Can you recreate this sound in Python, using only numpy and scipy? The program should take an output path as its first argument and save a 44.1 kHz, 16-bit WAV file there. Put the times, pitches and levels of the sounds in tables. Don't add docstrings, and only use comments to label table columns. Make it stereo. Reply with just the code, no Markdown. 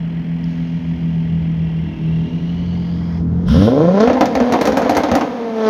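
import sys
import numpy as np
from scipy import signal
from scipy.fft import rfft, irfft, next_fast_len
from scipy.io import wavfile
from scipy.ndimage import uniform_filter1d

SR = 44100
rng = np.random.default_rng(int(sys.argv[2]) if len(sys.argv) > 2 else 0)


def inscribe(sig):
    pcm = np.round(np.clip(np.atleast_2d(sig).T, -1, 1) * 32767)
    wavfile.write(sys.argv[1], SR, pcm.astype(np.int16))


N = 251237
TIME = np.arange(N) / SR

# time in seconds, firings per second.
IDLE_SPEED = [(0, 41.4), (.4, 41.9), (.95, 41.7), (1.2, 41.1), (1.6, 40.8), (1.85, 40.5), (2.05, 40.1),
              (2.32, 41.5), (2.65, 43.5), (3.13, 42.4), (3.3, 41.5), (3.48, 44.8)]
# time in seconds, firings per second, unevenness from 0 to 1.
REV_SPEED = [(3.51, 59, 0.5), (3.56, 85.5, 0.47), (3.63, 100, 0.39), (3.81, 156.5, 0.48), (4.0, 208.6, .25),
             (4.098, 259, .45), (4.289, 246, 0.71), (4.5, 235, 0.48), (4.619, 276, 0.95), (4.749, 246, .8),
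             (4.851, 272, 0.58), (5.18, 270, 0.79), (5.299, 245, 0.6), (5.5, 225, 0.37), (5.7, 216, 0.01)]
# time in seconds, load in dB (0 is full).
LOAD = [(3.42, -28.5), (3.52, -1.5), (3.63, -0.5), (3.74, -0.5), (3.83, 1), (3.93, -6), (4.01, 1),
        (4.18, -13), (4.54, -6), (5.15, -7.5), (5.3, -13.5), (5.53, -16), (5.62, -6.5), (5.7, 0.5)]
# frequency in Hz, level in dB.
PIPE_COLOUR = [(25, -56.5), (70, -24), (150, -10), (270, 1.5), (370, -2), (500, 9), (680, 0), (900, -14),
               (1060, -3.5), (1180, -21), (1350, -12.5), (1800, -20), (2500, -31), (6000, -35.5),
               (8500, -85.5), (16000, -100)]
# frequency in Hz, level in dB.
NOTE_COLOUR = [(60, -2.5), (106, -2.5), (132, -13), (178, 1), (210, 0), (240, -4.5), (315, -5.5),
               (380, -24), (500, -13.5), (580, -19), (660, -4), (780, -21)]
# frequency in Hz, level in dB.
RASP_COLOUR = [(25, -39), (130, -17), (280, 15), (400, 1.5), (700, 8), (1400, -6), (2100, -6.5),
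               (2700, -12), (5000, -30.5), (8200, -41), (12000, -40), (16000, -41)]
# frequency in Hz, level in dB.
HISS_COLOUR = [(1500, -25.5), (2600, -10), (3200, 7), (4400, 2), (5800, -2.5), (6700, -6), (7800, -46),
               (10500, -16), (13000, -26), (16000, -30.5)]
# time in seconds, crack level in dB, boom level in dB.
BANGS = [(4.0034, -27.5, -21), (4.0746, -33, -9), (4.0989, -38, -13), (4.1315, -32.5, -21.5),
         (4.17, -54, -17.5), (4.2091, -22.5, -7), (4.2567, -25.5, -15.5), (4.353, -25, -12),
         (4.4019, -29.5, -11), (4.5237, -22, -14), (4.537, -26, -10), (4.6129, -20, -12.5),
         (4.6543, -21, -28), (4.6726, -21, -12), (4.7213, -27, -17.5), (4.7713, -20, -10.5),
         (4.8193, -26.5, -13.5), (4.849, -33, -16), (4.8949, -20.5, -9.5), (4.9198, -35, -16),
         (4.9505, -25.5, -38), (4.968, -19, -12), (5.0353, -24.5, -11.5), (5.0859, -34, -17),
         (5.1155, -24, -11), (5.1527, -20.5, -10), (5.2105, -28.5, -15)]
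# frequency in Hz, level in dB.
BOOM_COLOUR = [(25, -36.5), (75, -7), (150, -16), (275, 5.5), (370, -17), (520, -2), (660, 0.5),
               (820, -6.5), (1100, -16.5), (2000, -23), (3000, -30.5), (7000, -60)]
# frequency in Hz, level in dB.
CRACK_COLOUR = [(400, -4.5), (1000, 10.5), (2000, 8.5), (2800, 0), (4500, 4), (6200, 2), (7200, -8),
                (8200, -45), (16000, -36)]
# frequency in Hz, level in dB.
SNAP_COLOUR = [(3000, -34), (7000, -3.5), (9000, -2.5), (11500, 4.5), (15000, 1), (17000, -18)]
# frequency in Hz, level in dB.
RUSH_COLOUR = [(300, -22.5), (1000, 4), (1180, 0.5), (1420, 9.5), (1750, 0.5), (2450, -8), (2900, -0.5),
               (3300, 5), (4400, -6), (5400, 0), (6400, -16), (7600, -30), (10500, -18.5), (16000, -29.5)]
# time in seconds, level in dB, depth of its beat in dB.
DRONE = [(0, -20.5, 1.5), (.85, -20.5, 3), (1.15, -17, 1.5), (1.55, -16.5, 1.5), (1.8, -18.5, 1.5),
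         (2.15, -16, -0.3), (2.55, -19.5, 1), (3.1, -20.5, .6), (3.43, -18, 0.2), (3.5, -15.5, 2.5)]
# time in seconds, half length in seconds, depth in dB.
SAGS = [(0.232, 0.015, 8), (0.803, 0.013, 13), (.975, 0.031, 6), (1.942, 0.073, 12.5), (2.292, 0.028, 21),
        (2.4, .015, 17)]
# time in seconds, gain of the mixed harmonics in dB, sixth harmonic in dB.
THROB = [(0, -39.5, -36.5), (.5, -38.5, -29), (1.05, -34, -28.5), (1.5, -32.5, -41), (1.85, -32, -43.5),
         (2.3, -29.5, -27.5), (2.7, -29, -36), (3.12, -32.5, -41), (3.26, -24.5, -25), (3.5, -23, -40)]
# multiple of the firing rate, level in the mix in dB.
IDLE_ORDERS = [(1, -27), (2, 1.5), (3, -2.5), (5, -3), (7, -8.5), (8, -18), (9, -19), (10, -16), (11, -18)]
# frequency in Hz, level in dB.
RUMBLE_COLOUR = [(25, -13), (45, -0.5), (70, 9.5), (110, -8), (200, 6.5), (330, -6.5), (600, -18),
                 (1000, -22), (2000, -61.5)]
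# frequency in Hz, level in dB.
CLATTER_COLOUR = [(190, -28.5), (330, -2.5), (352, -13.5), (442, -4), (583, -6), (622, -1), (833, -8),
                  (1270, -8.5), (2000, -12), (2470, -16.5), (3210, -12.5), (3590, -32), (4970, -44.5),
                  (7960, -50), (16000, -45.5)]
# frequency in Hz, width in Hz, level in the mix in dB.
METAL = [(616, 43, -6), (900, 82, 1.5), (1670, 40, -2), (1946, 52, 2), (2102, 56, 0.5), (2290, 75, -5),
         (3120, 52, -7.5), (3260, 100, -5), (4050, 68, -10.5), (4720, 66, -16.5)]
# time in seconds, level in dB.
AIR = [(.33, -71), (.5, -51), (1, -57.5), (1.8, -62), (2.3, -55), (3.18, -53), (3.26, -62.5), (3.44, -55)]
# time in seconds, centre in Hz, level in dB before a 6 dB lift.
SPOOL = [(0, 2780, -73.5), (1.9, 3430, -59.5), (2.4, 3960, -57), (2.8, 4570, -53), (3.18, 5108, -56.5),
         (3.25, 4988, -71), (5.7, 5060, -86)]
# time in seconds, level in dB before a 2 dB lift.
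WHINE = [(0, -58), (1.6, -51.5), (2, -45.5), (2.65, -45.5), (3, -56), (3.25, -79)]
# delay in milliseconds, level in dB.
ECHOES = [(2.3, -15.5), (7.4, -23), (13, -15.5)]
# time in seconds, lead of the left ear in ms, left-right in dB.
BEARING = [(0, 0.44, 2), (1.7, 0.39, 2.5), (2.7, 0.33, 2.5), (3.3, 0.15, 1.7), (4.2, 0, 2),
           (4.8, -0.052, 1.5), (5.7, 0.009, 1)]
# frequency in Hz, left minus right in dB.
PORT_TILT = [(100, -2), (500, -0.5), (1200, 0), (2400, 0), (4400, -3.5), (7500, -13), (11000, -2.5),
             (16000, -3)]

FLOORED_S, TURBO_LAG_S, LAG_LOSS_DB = 3.508, 0.076, 14
FULL_SPEED_HZ, BLUNT_SPEED_HZ = 228.3, 132
BARK_DB, NOTE_DB = -11.5, -7
NOTE_FOLLOWS, NOTE_FADE_DB_PER_S = 0.23, 4.5
RASP_DB, RASP_FOLLOWS, RASP_DB_PER_OCTAVE = -22.5, 0.46, 13
HISS_DB, HISS_FOLLOWS, HISS_DB_PER_OCTAVE = -36.5, .75, 11
BITE_FOLLOWS, BITE_HZ = 1.8, 900
CUT_DB, CUT_S = 3.5, 0.016
SURGE_DB, SURGE_S = 1, 0.016
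GAS_GRAIN = 1.86
SNAP_DB, SNAP_GROWTH, SNAP_FROM_DB = -32.5, 2.2, -20
LIMITER_S, LIMITER_ATTACK_S, LIMITER_HOLD_S, LIMITER_RELEASE_S = 4.22, .35, 1.0, .2
CRACKLE_PER_S, CRACKLE_BOOM_DB, CRACKLE_CRACK_DB = 88, -31.5, -58
LURCH = .035
BOOST_S, BOOST_ATTACK_S, BOOST_HOLD_S, BOOST_RELEASE_S, BOOST_DB = 3.485, 0.076, 0.17, 0.32, -28.5
CYLINDERS = 6
BEAT_PEAK_TURNS = 0.29
SWELL_S, SWELL_ATTACK_S, SWELL_HOLD_S, SWELL_RELEASE_S, SWELL_DB = 1.85, 0.068, 0.22, 0.28, -34
CLATTER_DB, METAL_DB = -39.5, -45.5
SHADE_S, SHADE_FADE_S = 3.18, 0.052
SHADE_DB, SHADE_HZ = 20, 1050
TICK_S, TICK_DB = .441, -30
GEAR_MULTIPLE = 68
MIC_LOW_CUT_HZ, TOP_STOP_HZ = 47, 17200


def exhaust(firings):
    speed, uneven = in_time(REV_SPEED)
    load_db, = in_time(LOAD)
    octaves = np.log2(speed / FULL_SPEED_HZ)
    floored_s = np.maximum(TIME - FLOORED_S, 0)
    at = np.flatnonzero(np.diff(np.floor(firings)))
    chance = rng.standard_normal((len(at), 2))

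    cylinder_db = np.resize([12.0, -3.5, -1, -8, 9.5, 9.5], len(at))
    late = uneven[at] ** 1.5 * SR * .00065 * chance[:, 0]
    places = np.clip(np.round(at + late).astype(int), 0, N - 1)
    pulses = np.zeros(N)
    pulses[places] = from_db(uneven[at] * (cylinder_db + 3.7 * chance[:, 1]))

    sharp = np.clip((speed - BLUNT_SPEED_HZ) / (FULL_SPEED_HZ - BLUNT_SPEED_HZ), 0, 1) ** 2
    blunt_pulses = uniform_filter1d(pulses, size=21)
    bark = colour(sharp * pulses + (1 - sharp) * blunt_pulses, PIPE_COLOUR)
    bark /= np.sqrt(np.abs(uniform_filter1d(bark ** 2, size=2200)) + 1e-12)
    treble = signal.sosfilt(signal.butter(1, BITE_HZ, "high", fs=SR, output="sos"), bark)
    bark = bark + sharp * from_db(BITE_FOLLOWS * np.minimum(load_db, 0)) * treble

    lag_db = LAG_LOSS_DB * np.exp(-floored_s / TURBO_LAG_S)
    bark *= from_db(BARK_DB + load_db - lag_db + uneven * (5.6 * drift(34) - 6.5))

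    stumble = 3.15 * uneven ** 2
    note = 0
    for k in range(1, 4):
        turn = 2 * np.pi * k * firings + stumble * drift(25)
        note = note + from_db(at_hz(NOTE_COLOUR, k * speed)) * np.cos(turn)
    note *= from_db(NOTE_DB + NOTE_FOLLOWS * load_db - NOTE_FADE_DB_PER_S * floored_s)

    rasp = noise(RASP_COLOUR, alike=0.17) * puffs(firings, depth_db=5.5)
    rasp *= from_db(RASP_DB + RASP_FOLLOWS * load_db + RASP_DB_PER_OCTAVE * octaves)
    hiss = noise(HISS_COLOUR, alike=0.23) * puffs(firings, depth_db=10)
    hiss *= from_db(HISS_DB + HISS_FOLLOWS * load_db + HISS_DB_PER_OCTAVE * octaves)
    return (bark + note + rasp + hiss) * fuel_cut()


def fuel_cut():
    starved = np.max([(TIME < s) * np.exp(-abs(TIME - s) / CUT_S) for s, *_ in BANGS], axis=0)
    surge = np.max([(TIME >= s) * np.exp(-abs(TIME - s) / SURGE_S) for s, *_ in BANGS], axis=0)
    return from_db(uniform_filter1d(SURGE_DB * surge - CUT_DB * starved, size=90))


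def bangs():
    out = np.zeros((2, N))
    heats = np.exp(.07 * rng.standard_normal(len(BANGS)))
    for (s, crack_db, boom_db), heat in zip(BANGS, heats):
        pipe = [(hz * heat, db) for hz, db in BOOM_COLOUR]
        boom = from_db(boom_db) * blast(pipe, echo_db=-5.5, gas_db=-19.5, gas_t60=0.16)
        crack = from_db(crack_db) * blast(CRACK_COLOUR, echo_db=-4.5, gas_db=-21.0, gas_t60=0.053)
        snap = np.array([blast(SNAP_COLOUR, echo_db=-6, gas_db=-29.5, gas_t60=0.15) for ear in range(2)])
        snap *= from_db(SNAP_DB + SNAP_GROWTH * (crack_db - SNAP_FROM_DB))
        start = round(s * SR)
        out[:, start:start + len(boom)] += (boom + crack + snap)[:, :N - start]
    return out


def blast(spectrum, echo_db, gas_db, gas_t60):
    age = TIME[:SR // 4]
    gas = rng.standard_normal(len(age))
    spiky_gas = rms_one(np.sign(gas) * np.abs(gas) ** GAS_GRAIN)
    wave = from_db(gas_db - 60 * age / gas_t60) * spiky_gas
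    trips = np.cumsum(rng.uniform(0.00159, .0042, size=5))
    wave[0] += 1
    wave[(trips * SR).astype(int)] += from_db(echo_db * (0.5 + np.arange(len(trips))))
    wave = colour(wave, spectrum)
    return wave / np.sqrt(np.mean(wave[:SR // 100] ** 2))


def crackle(limiting):
    sizes = from_db(8.0 * np.minimum(rng.exponential(1, N), 2))
    shocks = sizes * (rng.random(N) < limiting * CRACKLE_PER_S / SR)
    booms = from_db(CRACKLE_BOOM_DB) * rms_one(colour(shocks, BOOM_COLOUR))
    cracks = from_db(CRACKLE_CRACK_DB) * rms_one(colour(shocks, CRACK_COLOUR))
    return booms + cracks


def first_knock():
    knock = rng.standard_normal(N) * (TIME > 3.485) * np.exp(-abs(TIME - 3.485) / .006)
    low_ring = from_db(3.5) * resonance(knock, hz=970, width=52)
    high_ring = from_db(-25) * resonance(knock, hz=1410, width=280)
    return low_ring + high_ring


def turbo(firings):
    boost = swell(BOOST_S, BOOST_ATTACK_S, BOOST_HOLD_S, BOOST_RELEASE_S)
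    return from_db(BOOST_DB) * boost * noise(RUSH_COLOUR, alike=0.1) * puffs(firings, depth_db=2)


def idle(firings):
    throb_db, sixth_db = in_time(THROB)
    drone = from_db(drone_level(firings)) * harmonic(firings, multiple=4, waver=.04)
    sixth = from_db(sixth_db) * harmonic(firings, multiple=6, waver=.12)
    eighth = from_db(SWELL_DB) * harmonic(firings, multiple=8, waver=.1)
    eighth *= swell(SWELL_S, SWELL_ATTACK_S, SWELL_HOLD_S, SWELL_RELEASE_S)
    throb = sum(from_db(db) * harmonic(firings, k, waver=0.5) for k, db in IDLE_ORDERS)
    rumble = noise(RUMBLE_COLOUR, alike=1.0) * from_db(-21.0 + .3 * throb_db)
    return drone + sixth + eighth + from_db(throb_db) * throb + rumble


def drone_level(firings):
    level_db, beat_db = in_time(DRONE)
    beat = np.cos(2 * np.pi * (firings / CYLINDERS - BEAT_PEAK_TURNS))
    sag_db = sum(db * np.exp(-((TIME - s) / half) ** 2) for s, half, db in SAGS)
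    return level_db + beat_db * beat - sag_db


def engine_bay(firings):
    air_db, = in_time(AIR)
    spool_hz, spool_db = in_time(SPOOL)
    shade = np.clip((TIME - SHADE_S) / SHADE_FADE_S, 0, 1)

    clatter = from_db(CLATTER_DB) * noise(CLATTER_COLOUR, alike=0.75) * puffs(firings, depth_db=2)
    dull_clatter = signal.sosfilt(signal.butter(1, SHADE_HZ, fs=SR, output="sos"), clatter)
    clatter = (1 - shade) * clatter + shade * dull_clatter

    knocks = rng.standard_normal((2, N)) * puffs(firings, depth_db=10)
    metal = rms_one(sum(from_db(db) * resonance(knocks, hz, width) for hz, width, db in METAL))
    metal = rms_one(colour(metal, [(300, -17.5), (600, 6.5), (5500, 2), (8000, -14.5)]))
    metal = from_db(METAL_DB - SHADE_DB * shade) * metal

    air = from_db(air_db) * noise(HISS_COLOUR, alike=.2) * puffs(firings, depth_db=2)
    spin = np.sin(2 * np.pi * np.cumsum(spool_hz) / SR)
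    whisper = from_db(spool_db + 6) * np.array([drift(450), drift(450)]) * spin
    burst = rng.standard_normal(N) * (TIME > TICK_S) * np.exp(-abs(TIME - TICK_S) / 0.0026)
    tick = from_db(TICK_DB) * colour(burst, HISS_COLOUR)
    return clatter + metal + air + whisper + tick


def gear(firings):
    whine_db, = in_time(WHINE)
    turn = 2 * np.pi * GEAR_MULTIPLE * firings
    teeth = []
    for ear in range(2):
        whine = drift(90) * np.sin(turn)
        octave = from_db(-19) * drift(110) * np.sin(2 * turn)
        teeth.append(whine + octave)
    return from_db(whine_db + 2) * np.array(teeth)


def puffs(firings, depth_db):
    gain = from_db(-depth_db * (firings % 1))
    return rms_one(uniform_filter1d(gain, size=24))


def harmonic(firings, multiple, waver):
    turn = 2 * np.pi * multiple * firings + multiple ** 2
    tone = (1 + waver * drift(3.4)) * np.cos(turn) + waver * drift(31) * np.sin(turn)
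    return rms_one(tone)


def swell(start, attack, hold, release):
    outside = np.maximum(start - TIME, 0) / attack + np.maximum(TIME - start - hold, 0) / release
    return from_db(-40 * np.minimum(outside, 4))


def resonance(x, hz, width):
    r = np.exp(-np.pi * width / SR)
    top = np.array([1, 0, -1]) * (1 - r * r) / 2
    return signal.lfilter(top, [1, -2 * r * np.cos(2 * np.pi * hz / SR), r * r], x)


def noise(spectrum, alike):
    mid, side = rng.standard_normal((2, N))
    both = np.sqrt(1 + alike) * mid + np.sqrt(1 - alike) * np.array([side, -side])
    return rms_one(colour(both, spectrum))


def colour(x, spectrum):
    length = x.shape[-1]
    half = next_fast_len(length // 2 + 2048)
    gain = from_db(at_hz(spectrum, np.linspace(0, SR / 2, half + 1)))
    cepstrum = irfft(np.log(gain))
    cepstrum[1:half] *= 2
    cepstrum[half + 1:] = 0
    return irfft(rfft(x, 2 * half) * np.exp(rfft(cepstrum)))[..., :length]


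def drift(rate):
    r = np.exp(-80 * np.pi * rate / SR)
    slow = signal.lfilter([1], [1, -2 * r, r * r], rng.standard_normal(N // 40 + 2002))[2000:]
    return np.interp(np.arange(N) / 40, np.arange(len(slow)), rms_one(slow))


def in_time(rows):
    s, *columns = np.transpose(rows)
    return [np.interp(TIME, s, c) for c in columns]


def at_hz(points, hz):
    f, db = np.transpose(points)
    return np.interp(np.log(hz + 1), np.log(f), db)


def from_db(db):
    return 10 ** (np.asarray(db) / 20)


def rms_one(x):
    return x / np.sqrt(np.mean(x ** 2) + 1e-20)


def street(x, wet_db, t60):
    bounce = colour(x, [(200, -20.0), (500, -1.5), (3000, -17), (12000, -11.5)])
    near = 0
    for ms, db in ECHOES:
        delay = round(ms * SR / 1000)
        near = near + from_db(db) * np.pad(bounce, ((0, 0), (delay, 0)))[:, :N]
    age = TIME[:SR // 2]
    tail = rng.standard_normal((2, len(age))) * from_db(-60 * age / t60) * (age > .002)
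    tail /= np.sqrt(np.sum(tail ** 2, axis=1, keepdims=True))
    tail = colour(tail, [(100, -23.0), (300, -6.5), (600, -2), (1200, 0.5), (4000, -1.0), (14000, -8.5)])
    return x + near + from_db(wet_db) * signal.fftconvolve(x, tail, axes=1)[:, :N]


def place(x):
    lead_ms, pan_db = in_time(BEARING)
    left = colour(x[0], [(hz, db / 2) for hz, db in PORT_TILT]) * from_db(pan_db / 2)
    right = colour(x[1], [(hz, -db / 2) for hz, db in PORT_TILT]) * from_db(-pan_db / 2)
    return np.array([left, np.interp(TIME - lead_ms / 1000, TIME, right)])


def scene():
    speed, = in_time(list(IDLE_SPEED) + [row[:2] for row in REV_SPEED])
    limiting = swell(LIMITER_S, LIMITER_ATTACK_S, LIMITER_HOLD_S, LIMITER_RELEASE_S)
    firings = np.cumsum(speed * (1 + LURCH * limiting * drift(14))) / SR
    throttle = np.clip((TIME - 3.42) / 0.099, 0, 1)
    idling, = in_time([(3.47, 0.99), (3.54, 0.059)])
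    pull = throttle * (exhaust(firings) + turbo(firings))
    roar = street(pull + first_knock() + bangs() + crackle(limiting), wet_db=-4.5, t60=0.2)
    quiet = idling * (idle(firings) + engine_bay(firings) + gear(firings))
    return place(quiet + roar)


def record(dry):
    heard = signal.sosfilt(signal.butter(2, MIC_LOW_CUT_HZ, "high", fs=SR, output="sos"), dry)
    rounded = heard / (1 + heard ** 6) ** (1 / 6)
    eased = rounded * np.clip(np.minimum(TIME, TIME[-1] - TIME) / .004, 0, 1)
    return signal.sosfilt(signal.cheby2(14, 70, TOP_STOP_HZ, fs=SR, output="sos"), eased)


dry = scene()
out = record(dry)
inscribe(out)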